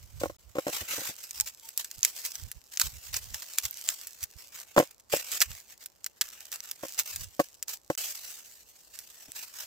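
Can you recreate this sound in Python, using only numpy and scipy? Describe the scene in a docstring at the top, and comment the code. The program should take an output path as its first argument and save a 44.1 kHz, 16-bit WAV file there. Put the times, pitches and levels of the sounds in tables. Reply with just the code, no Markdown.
"""Dry garlic heads are broken apart by hand in an almost silent garden. From the start, friction
makes the papery skins rustle, and the microphone rumbles softly now and then. Loose cloves drop into
a plastic bowl and excite its damped modes; then a hand bumps it with dull thuds. After a second,
flakes flick off and skins snap by brittle fracture, and a far animal calls twice. Peeling and drops
go on until about 8 s; rustling, two snaps and a last bump follow. Twice all sound briefly drops out."""
import sys
import numpy as np
from scipy import signal
from scipy.fft import rfft, irfft, next_fast_len
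from scipy.io import wavfile
from scipy.ndimage import map_coordinates

SR = 44100
rng = np.random.default_rng(int(sys.argv[2]) if len(sys.argv) > 2 else 0)


def store_wav(level_fs):
    """Save 16-bit WAV to argv[1]."""
    pcm = np.round(np.clip(np.atleast_2d(level_fs), -1, 1) * 32767)
    wavfile.write(sys.argv[1], SR, pcm.T.astype(np.int16))


N = 426006
TIME = np.arange(N) / SR

# spectrum of the open air: (frequency [Hz], gain [dB])
AIR_SPECTRUM = [(20, -12), (60, 4.5), (150, -6), (300, -5.5), (550, -3.5), (1000, -7.5), (2500, -22),
                (6000, -14.5), (16000, -24.5)]
# ceaseless chafing of garlic held in the hands: (time [s], level [dB])
CHAFING = [(0, -58), (.5, -61.5), (.8, -44.5), (1.55, -57), (2.3, -46), (2.63, -64), (2.9, -50), (4, -47.5),
           (4.3, -58.5), (4.85, -57), (5.03, -78.5), (5.25, -46), (5.95, -69.5), (6.5, -55.5), (7.25, -55),
           (7.85, -69.5), (8.3, -49), (8.75, -57), (9.66, -48)]
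# fingers rub, twist or rummage through the skins: (start [s], duration [s], level [dB])
FINGER_STROKES = [(0.195, .04, -39.5), (0.664, 0.061, -42), (0.713, 0.1, -33), (0.876, .23, -32.5),
                  (1.18, 0.035, -45.5), (1.225, .025, -39.5), (1.339, .08, -41.5), (1.456, .025, -35.5),
                  (1.624, .06, -49), (1.786, 0.017, -30.5), (2.026, .06, -37), (2.158, .05, -39.5),
                  (2.235, .03, -33.5), (2.3, .13, -47), (2.713, .05, -44.5), (2.797, .07, -33),
                  (3.038, .05, -43.5), (3.126, .045, -33), (3.211, .035, -42.5), (3.332, 0.063, -39.5),
                  (3.412, 0.017, -39.5), (3.49, .05, -47), (3.569, .025, -37), (3.625, .035, -35),
                  (3.758, .1, -44), (3.867, .06, -35.5), (4.2, .04, -44.5), (4.37, .11, -50),
                  (4.519, .1, -44), (5.097, 0.028, -40.5), (5.115, 0.086, -31.5), (5.265, .05, -40),
                  (5.317, 0.056, -31.5), (5.402, 0.013, -23.5), (5.49, .11, -45.5), (5.685, .04, -49),
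                  (5.802, .04, -51), (6.215, .07, -45.5), (6.315, 0.16, -50), (6.51, .05, -38.5),
                  (6.621, .09, -48), (6.822, .14, -45), (6.975, .025, -29.5), (7.053, .19, -39),
                  (7.424, .06, -57), (7.674, .065, -36), (7.968, .155, -32.5), (8.141, .25, -41.5),
                  (8.452, 0.12, -52), (8.93, .11, -48.5), (9.352, .08, -38), (9.55, .1, -43)]
# spectrum of the thin skin: (frequency [Hz], gain [dB])
SKIN_SPECTRUM = [(300, -63.5), (1200, -18), (2500, -12.5), (4000, -1.5), (5300, 3), (8000, 3.5), (12000, 2),
                 (16000, 4)]
# spectrum of the whole head: (frequency [Hz], gain [dB])
HEAD_SPECTRUM = [(100, -10.5), (300, -12), (550, 1), (1000, 1.5), (1700, 6), (2800, 7), (4500, -17.5),
                 (9000, -41)]
# how much the head sounds along with its skin: (time [s], gain [dB])
HEAD_COUPLING = [(0, -16.5), (.9, -10), (1.25, -15), (4.2, -15), (4.8, -9.5), (5.4, -13.5), (6.3, -10.5),
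                 (7.1, -15), (8.8, -16.5), (9.66, -12.5)]
# soft swells on the microphone: (time [s], level [dB], width [s])
RUMBLE_SWELLS = [(0.013, -49, 0.07), (0.2, -46, 0.15), (0.475, -58, 0.074), (1.412, -56, 0.074),
                 (1.984, -46.5, 0.015), (2.444, -42.5, 0.061), (2.57, -47, 0.023), (2.863, -37.5, 0.031),
                 (2.953, -47.5, 0.046), (3.16, -49, 0.11), (3.268, -49, 0.028), (3.332, -43.5, 0.037),
                 (3.657, -48, 0.021), (4.241, -49.5, 0.021), (4.365, -50.5, 0.015), (5.506, -43.5, 0.049),
                 (7.209, -46, 0.092)]
# spectrum of those swells: (frequency [Hz], gain [dB])
RUMBLE_SPECTRUM = [(20, -18.5), (45, -2.5), (65, 0.5), (100, -3), (150, -14.5), (250, -31), (600, -40)]
# cloves strike the bowl: (time [s], level [dB])
CLOVE_IMPACTS = [(.213, -28), (0.2345, -15.5), (0.2558, -25), (0.297, -29.5), (0.553, -27.5), (0.566, -27),
                 (0.584, -15.5), (0.667, -20), (.6799, -23.5), (0.692, -27.5), (0.934, -38.5),
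                 (1.015, -37.5), (4.764, -14.5), (4.7739, -11), (4.779, -5.5), (4.789, -15), (4.799, -8.5),
                 (4.824, -25.5), (5.129, -29), (5.1368, -13), (5.163, -32), (6.833, -26.5), (6.849, -33.5),
                 (7.3935, -16.5), (7.398, -11.5), (7.9, -14.5)]
# clear modes of the plastic bowl: (frequency [Hz], relative level [dB])
BOWL_MODES = [(155, -21), (315, -8.5), (508, -6), (565, -4), (726, -15), (828, -18.5), (1075, -14),
              (1390, -25), (2060, -30.5)]
# its many weak, crowded modes: (frequency [Hz], gain [dB])
CLATTER_SPECTRUM = [(20, -47.5), (60, -26), (190, -15), (350, -3), (560, -0.5), (830, -5.5), (1500, -3.5),
                    (4000, -20.5), (16000, -34.5)]
# a hand bumps the bowl: (time [s], level [dB])
HAND_BUMPS = [(.812, -34), (.978, -31.5), (1.09, -35.5), (9.28, -47)]
# spectrum of a bump: (frequency [Hz], gain [dB])
THUD_SPECTRUM = [(30, -19.5), (90, 4.5), (170, -7.5), (300, -4.5), (600, -7.5), (2000, -26), (16000, -80)]
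# skins and stalks break: (time [s], click level [dB], tearing level [dB], ring frequency [Hz])
SKIN_BREAKS = [(1.309, -26.5, -39, 7200), (1.4002, -12.5, -31.5, 6850), (1.4093, -14, -24, 7800),
               (1.4719, -45, -31.5, 5560), (1.6903, -30, -49, 9600), (1.7758, -14.5, -25.5, 10200),
               (1.8451, -31, -31, 7740), (1.9132, -26.5, -40, 7000), (2.031, -9, -32.5, 6330),
               (2.0491, -11.5, -15.5, 7170), (2.25, -27.5, -31.5, 7700), (2.2618, -30, -28, 7860),
               (2.355, -24, -39, 6540), (2.516, -25.5, -37.5, 10400), (2.7732, -18.5, -34.5, 6350),
               (2.798, -12.5, -23.5, 7350), (2.8135, -20.5, -17, 5400), (3.1417, -22.5, -24, 4715),
               (3.1665, -20, -27, 6700), (3.3441, -27.5, -30.5, 5330), (3.421, -36, -30, 4430),
               (3.5847, -14.5, -21.5, 6600), (3.653, -23, -30, 6300), (3.7104, -29.5, -55, 13140),
               (3.889, -11, -36.5, 7600), (4.071, -34.5, -36, 10800), (4.2294, -30.5, -30, 10240),
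               (4.2375, -23.5, -33, 10900), (4.9101, -41.5, -48.5, 8900), (4.998, -48, -49, 6800),
               (5.17, -22.5, -28.5, 8000), (5.3167, -22.5, -26, 7520), (5.4051, -16.5, -39.5, 5990),
               (5.4168, -15.5, -14.5, 4590), (5.4213, -17, -15, 5300), (5.8605, -25, -41, 9000),
               (6.044, -26.5, -38, 7440), (6.0629, -24.5, -31, 7000), (6.2111, -17.5, -13.5, 4996),
               (6.5258, -33, -30, 6700), (6.6045, -28.5, -59, 5840), (6.713, -21, -33.5, 8770),
               (6.9906, -19.5, -24.5, 6860), (6.9949, -40, -20.5, 7060), (7.1603, -21, -32.5, 8230),
               (7.627, -20.5, -34, 7170), (7.9511, -29, -41, 6400), (8.9897, -30, -39, 9870),
               (9.3193, -29, -61.5, 8810)]
# spectral colouring of a break: (frequency [Hz], gain [dB])
FRACTURE_SPECTRUM = [(100, -26), (500, -25.5), (1000, -16.5), (1600, -4), (3000, -4), (5500, 1.5),
                     (8000, 0.5), (12000, 2), (16000, 3)]
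# a far animal calls: (time [s], pitch [Hz], level [dB])
ANIMAL_CALLS = [(1.42, 855, -57.5), (1.655, 905, -60)]
# response of the microphone ports: (frequency [Hz], gain [dB])
PORT_RESPONSE = [(20, 1.5), (8200, 3), (9100, -7), (10000, -5), (11500, 1.5), (13000, 2), (15500, 1),
                 (16300, -24.5)]
# brief silences: (start [s], end [s])
DROPOUTS = [(.367, .385), (7.957, 7.976)]


def amp(db):
    """Amplitude ratio: tenfold for every 20 dB."""
    return 10 ** (np.asarray(db) / 20)


def unit(x):
    """Normalisation to rms 1."""
    return x / np.sqrt(np.mean(x ** 2) + 1e-20)


def curve(rows):
    """Linear interpolation of (time [s], value) rows at every sample."""
    return np.interp(TIME, *np.transpose(rows))


def wobble(rate):
    """Smooth random modulation: a spline through rate knots a second."""
    return map_coordinates(rng.standard_normal(int(N * rate / SR) + 4), [TIME * rate])


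def coloured(x, points):
    """Minimum-phase filtering by (frequency [Hz], gain [dB]) points."""
    size = 2 * next_fast_len(N // 2 + SR // 10)
    hz, db = np.transpose(points)
    gain = amp(np.interp(np.log(np.fft.rfftfreq(size, 1 / SR) + 1), np.log(hz), db))
    cepstrum = irfft(np.log(gain), size)
    cepstrum[1:size // 2] *= 2  # folding the cepstrum makes the filter causal
    cepstrum[size // 2 + 1:] = 0
    return irfft(rfft(x, size) * np.exp(rfft(cepstrum)), size)[..., :N]


def add(track, start, sound):
    """Superposition of a sound on the track from start [s]."""
    part = track[..., round(start * SR):][..., :sound.shape[-1]]
    part += sound[..., :part.shape[-1]]


def spread(pair, width):
    """Mid-side mixing of two independent signals: width 0 is mono, 1 uncorrelated."""
    mid, side = pair[0], width * pair[1]
    return np.array([mid + side, mid - side]) / np.sqrt(1 + width ** 2)


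def stereo_noise(size, width):
    """White noise whose two channels lose correlation as width nears 1."""
    return spread(rng.standard_normal((2, size)), width)


def garden_air():
    """A nearly diffuse field of faint, mostly low noise."""
    return amp(-70.5) * unit(coloured(stereo_noise(N, width=0.92), AIR_SPECTRUM))


def rubbing_level():
    """Incoherent sources add in power: the level [dB] of chafing, strokes and stirred husks."""
    attack_s, ease_db_per_s, release_t60_s = 0.0089, 14.5, 0.11
    stir_db, stir_t60_s = -22.5, .16
    power = amp(curve(CHAFING)) ** 2
    t = np.arange(SR // 2) / SR
    for start, duration, level_db in FINGER_STROKES:
        fade_db = ease_db_per_s * t + 60 * np.maximum(t - duration, 0) / release_t60_s
        add(power, start, (np.minimum(t / attack_s, 1) * amp(level_db - fade_db)) ** 2)
    for start, level_db in CLOVE_IMPACTS:  # each clove stirs the husks it lands on
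        add(power, start, amp(level_db + stir_db - 60 * t / stir_t60_s) ** 2)
    return 10 * np.log10(power)


def fibre_breaks(rate, scatter_db, width, size):
    """Shot noise: fibres break as random impulses, rate a second, scaled to rms 1."""
    happens = rng.random(size) < rate / SR
    strength = amp(scatter_db * np.clip(rng.standard_normal(size), -2, 2))
    signs = rng.choice([-1, 1], (2, size))
    return unit(spread(signs * happens * strength / np.sqrt(rate), width))


def skin_rustle(rub_db):
    """Friction drives skin and head in clumps; harder rubbing breaks more fibres a second."""
    breaks_per_s = 1500 * amp(0.78 * (rub_db + 46))
    crackle = fibre_breaks(breaks_per_s, scatter_db=3.5, width=0.85, size=N)
    sliding = amp(-0.5) * stereo_noise(N, width=0.41)
    clumping = amp(2.58 * wobble(170) + 1.17 * wobble(35))
    contact = unit((crackle + sliding) * clumping)
    skin = amp(-2.5) * unit(coloured(contact, SKIN_SPECTRUM))
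    head = amp(curve(HEAD_COUPLING) - 1) * unit(coloured(contact, HEAD_SPECTRUM))
    return amp(rub_db) * (skin + head)


def hand_scattering(direct, echo_db, t60_s):
    """Early reflections from palms and bowl, ever different as the hands move."""
    t = np.arange(SR // 50) / SR
    echoes, hop = np.zeros((2, N)), SR // 20
    window = np.hanning(2 * hop)
    for i in range(0, N - 2 * hop, hop):
        tail = rng.standard_normal((2, len(t))) * amp(-60 * t / t60_s) * (t > .0002)
        tail /= np.linalg.norm(tail, axis=1, keepdims=True)
        add(echoes, i / SR, signal.fftconvolve(direct[:, i:i + 2 * hop] * window, tail, axes=1))
    return direct + amp(echo_db) * echoes


def microphone_rumble():
    """Amplitude modulation: low noise swells on the microphone, mostly at the right port."""
    swell = sum(amp(db) * np.exp(-2 * ((TIME - at) / width) ** 2) for at, db, width in RUMBLE_SWELLS)
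    noise = unit(coloured(stereo_noise(N, width=1.0), RUMBLE_SPECTRUM))
    return swell * noise * amp([[-11], [2]])


def bowl_knocks():
    """Modal vibration: each clove excites a few clear modes of the plastic over a hollow clatter."""
    knock_db, clatter_db = 2.5, 1
    spot_scatter_db, detuning, lag_samples = 1.5, .015, 9
    modes, clatter, t = np.zeros(N), np.zeros((2, N)), np.arange(SR // 8) / SR
    hz, db = np.transpose(BOWL_MODES)[:, :, None]
    decay = amp(-60 * t / .035)  # the soil below and the cloves inside damp the ring
    cushion = 1 - np.exp(-t / .0014)  # the husk softens the onset
    ring_rms = np.std(decay * cushion) / np.sqrt(2)
    for start, level_db in CLOVE_IMPACTS:
        # the spot struck changes the colour of the knock, but not its energy
        strengths = amp(db + rng.normal(0, spot_scatter_db, hz.shape))
        mode_hz = hz * (1 + rng.normal(0, detuning, hz.shape))
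        partials = strengths * np.sin(2 * np.pi * (mode_hz * t + rng.random(hz.shape)))
        ring = ring_rms * unit(partials.sum(axis=0) * decay * cushion)
        add(modes, start, amp(level_db + knock_db) * ring)
        add(clatter, start, amp(level_db + clatter_db) * stereo_noise(len(t), width=0.24) * decay)
    left, right = modes + coloured(clatter, CLATTER_SPECTRUM)
    # the bowl stands to the left, so its sound reaches the right port later
    return np.array([left, np.roll(right, lag_samples)])


def bowl_bumps():
    """Soft impact: a hand meets the loaded bowl and excites mainly low frequencies."""
    rise_s, t60_s = 0.0055, 0.06
    envelope, t = np.zeros(N), np.arange(SR // 5) / SR
    for start, level_db in HAND_BUMPS:
        add(envelope, start, amp(level_db - 60 * t / t60_s) * (1 - np.exp(-t / rise_s)))
    return envelope * unit(coloured(rng.standard_normal(N), THUD_SPECTRUM))


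def flake_ticks(rub_db):
    """Impulse excitation: single flakes flick off during peeling, louder under harder rubbing."""
    count, peel_from_s, peel_to_s = 330, 1.15, 7.9
    db_per_rub_db, offset_db, range_db = 0.72, 3, 13.5
    when, side, strength = rng.random((count, 3)).T
    at = ((peel_from_s + (peel_to_s - peel_from_s) * when) * SR).astype(int)
    level_db = db_per_rub_db * rub_db[at] + offset_db + range_db * strength ** 2
    impulses = np.zeros((2, N))
    impulses[0, at] = amp(level_db + 6.7 * (side - 1.0))
    impulses[1, at] = amp(level_db - 2 * (side - .5))
    return coloured(impulses, SKIN_SPECTRUM)


def skin_snaps():
    """Brittle fracture: a dry layer gives way with a ringing click, then a dying run of tearing fibres."""
    ring_t60_s, crack_t60_s, tear_t60_s = 0.0021, .0012, 0.028
    snaps, t = np.zeros((2, N)), np.arange(SR // 10) / SR
    octaves = np.log2(np.clip(np.fft.rfftfreq(len(t), 1 / SR), 1500, 12000) / 5500)
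    tear_envelope = amp(-60 * t / tear_t60_s) * (1 - np.exp(-t / 0.0004))
    for start, click_db, tear_db, hz in SKIN_BREAKS:
        lag_s = rng.normal(0, .000016)  # the break lies a little to one side
        age = np.maximum(t + np.array([[lag_s], [-lag_s]]), 0)
        ring = np.sin(2 * np.pi * hz * age) * amp(-60 * age / ring_t60_s) * (1 - np.exp(-age / .0001))
        crack = stereo_noise(len(t), width=0.47) * amp(-60 * t / crack_t60_s)
        tear = fibre_breaks(rate=6400, scatter_db=10, width=0.18, size=len(t)) * tear_envelope
        snap = amp(click_db) * (amp(7.0) * ring + amp(4.0) * crack) + amp(tear_db + 2.5) * tear
        tilt_db_per_octave = 4.7 * np.log2(hz / 7000)  # thick, low-pitched parts sound duller
        add(snaps, start, irfft(rfft(snap) * amp(tilt_db_per_octave * octaves), len(t)))
    return coloured(snaps, FRACTURE_SPECTRUM)


def far_calls():
    """A far animal gives two almost pure tones with slight frequency modulation."""
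    pitch_hz = curve(np.array(ANIMAL_CALLS)[:, :2]) * (1 + 0.0054 * wobble(60.4))
    swell = sum(amp(db) * np.exp(-((TIME - at) / 0.022) ** 2) for at, _, db in ANIMAL_CALLS)
    return swell * np.sin(2 * np.pi * np.cumsum(pitch_hz) / SR)


def scene():
    """All sources superpose; level and time differences place the hands a little to the right."""
    rub_db = rubbing_level()
    rubbed = hand_scattering(skin_rustle(rub_db), echo_db=-1.0, t60_s=0.014)
    broken = hand_scattering(skin_snaps() + flake_ticks(rub_db), echo_db=-7, t60_s=.008)
    left, right = (rubbed + broken) * amp([[-.5], [.5]])
    garlic = np.array([np.roll(left, 1), right])
    return garlic + bowl_knocks() + bowl_bumps() + microphone_rumble() + garden_air() + far_calls()


def record(dry):
    """Filtering and gating: the ports notch the treble, the sound drops out twice, the band is limited."""
    cutoff_hz = 16200
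    sound = coloured(dry, PORT_RESPONSE)
    for start, end in DROPOUTS:
        sound = sound * ((TIME < start) | (TIME > end))
    size = next_fast_len(N + SR // 10)
    passband = np.fft.rfftfreq(size, 1 / SR) < cutoff_hz
    return irfft(rfft(sound, size) * passband, size)[:, :N]


dry = scene()
out = record(dry)
store_wav(out)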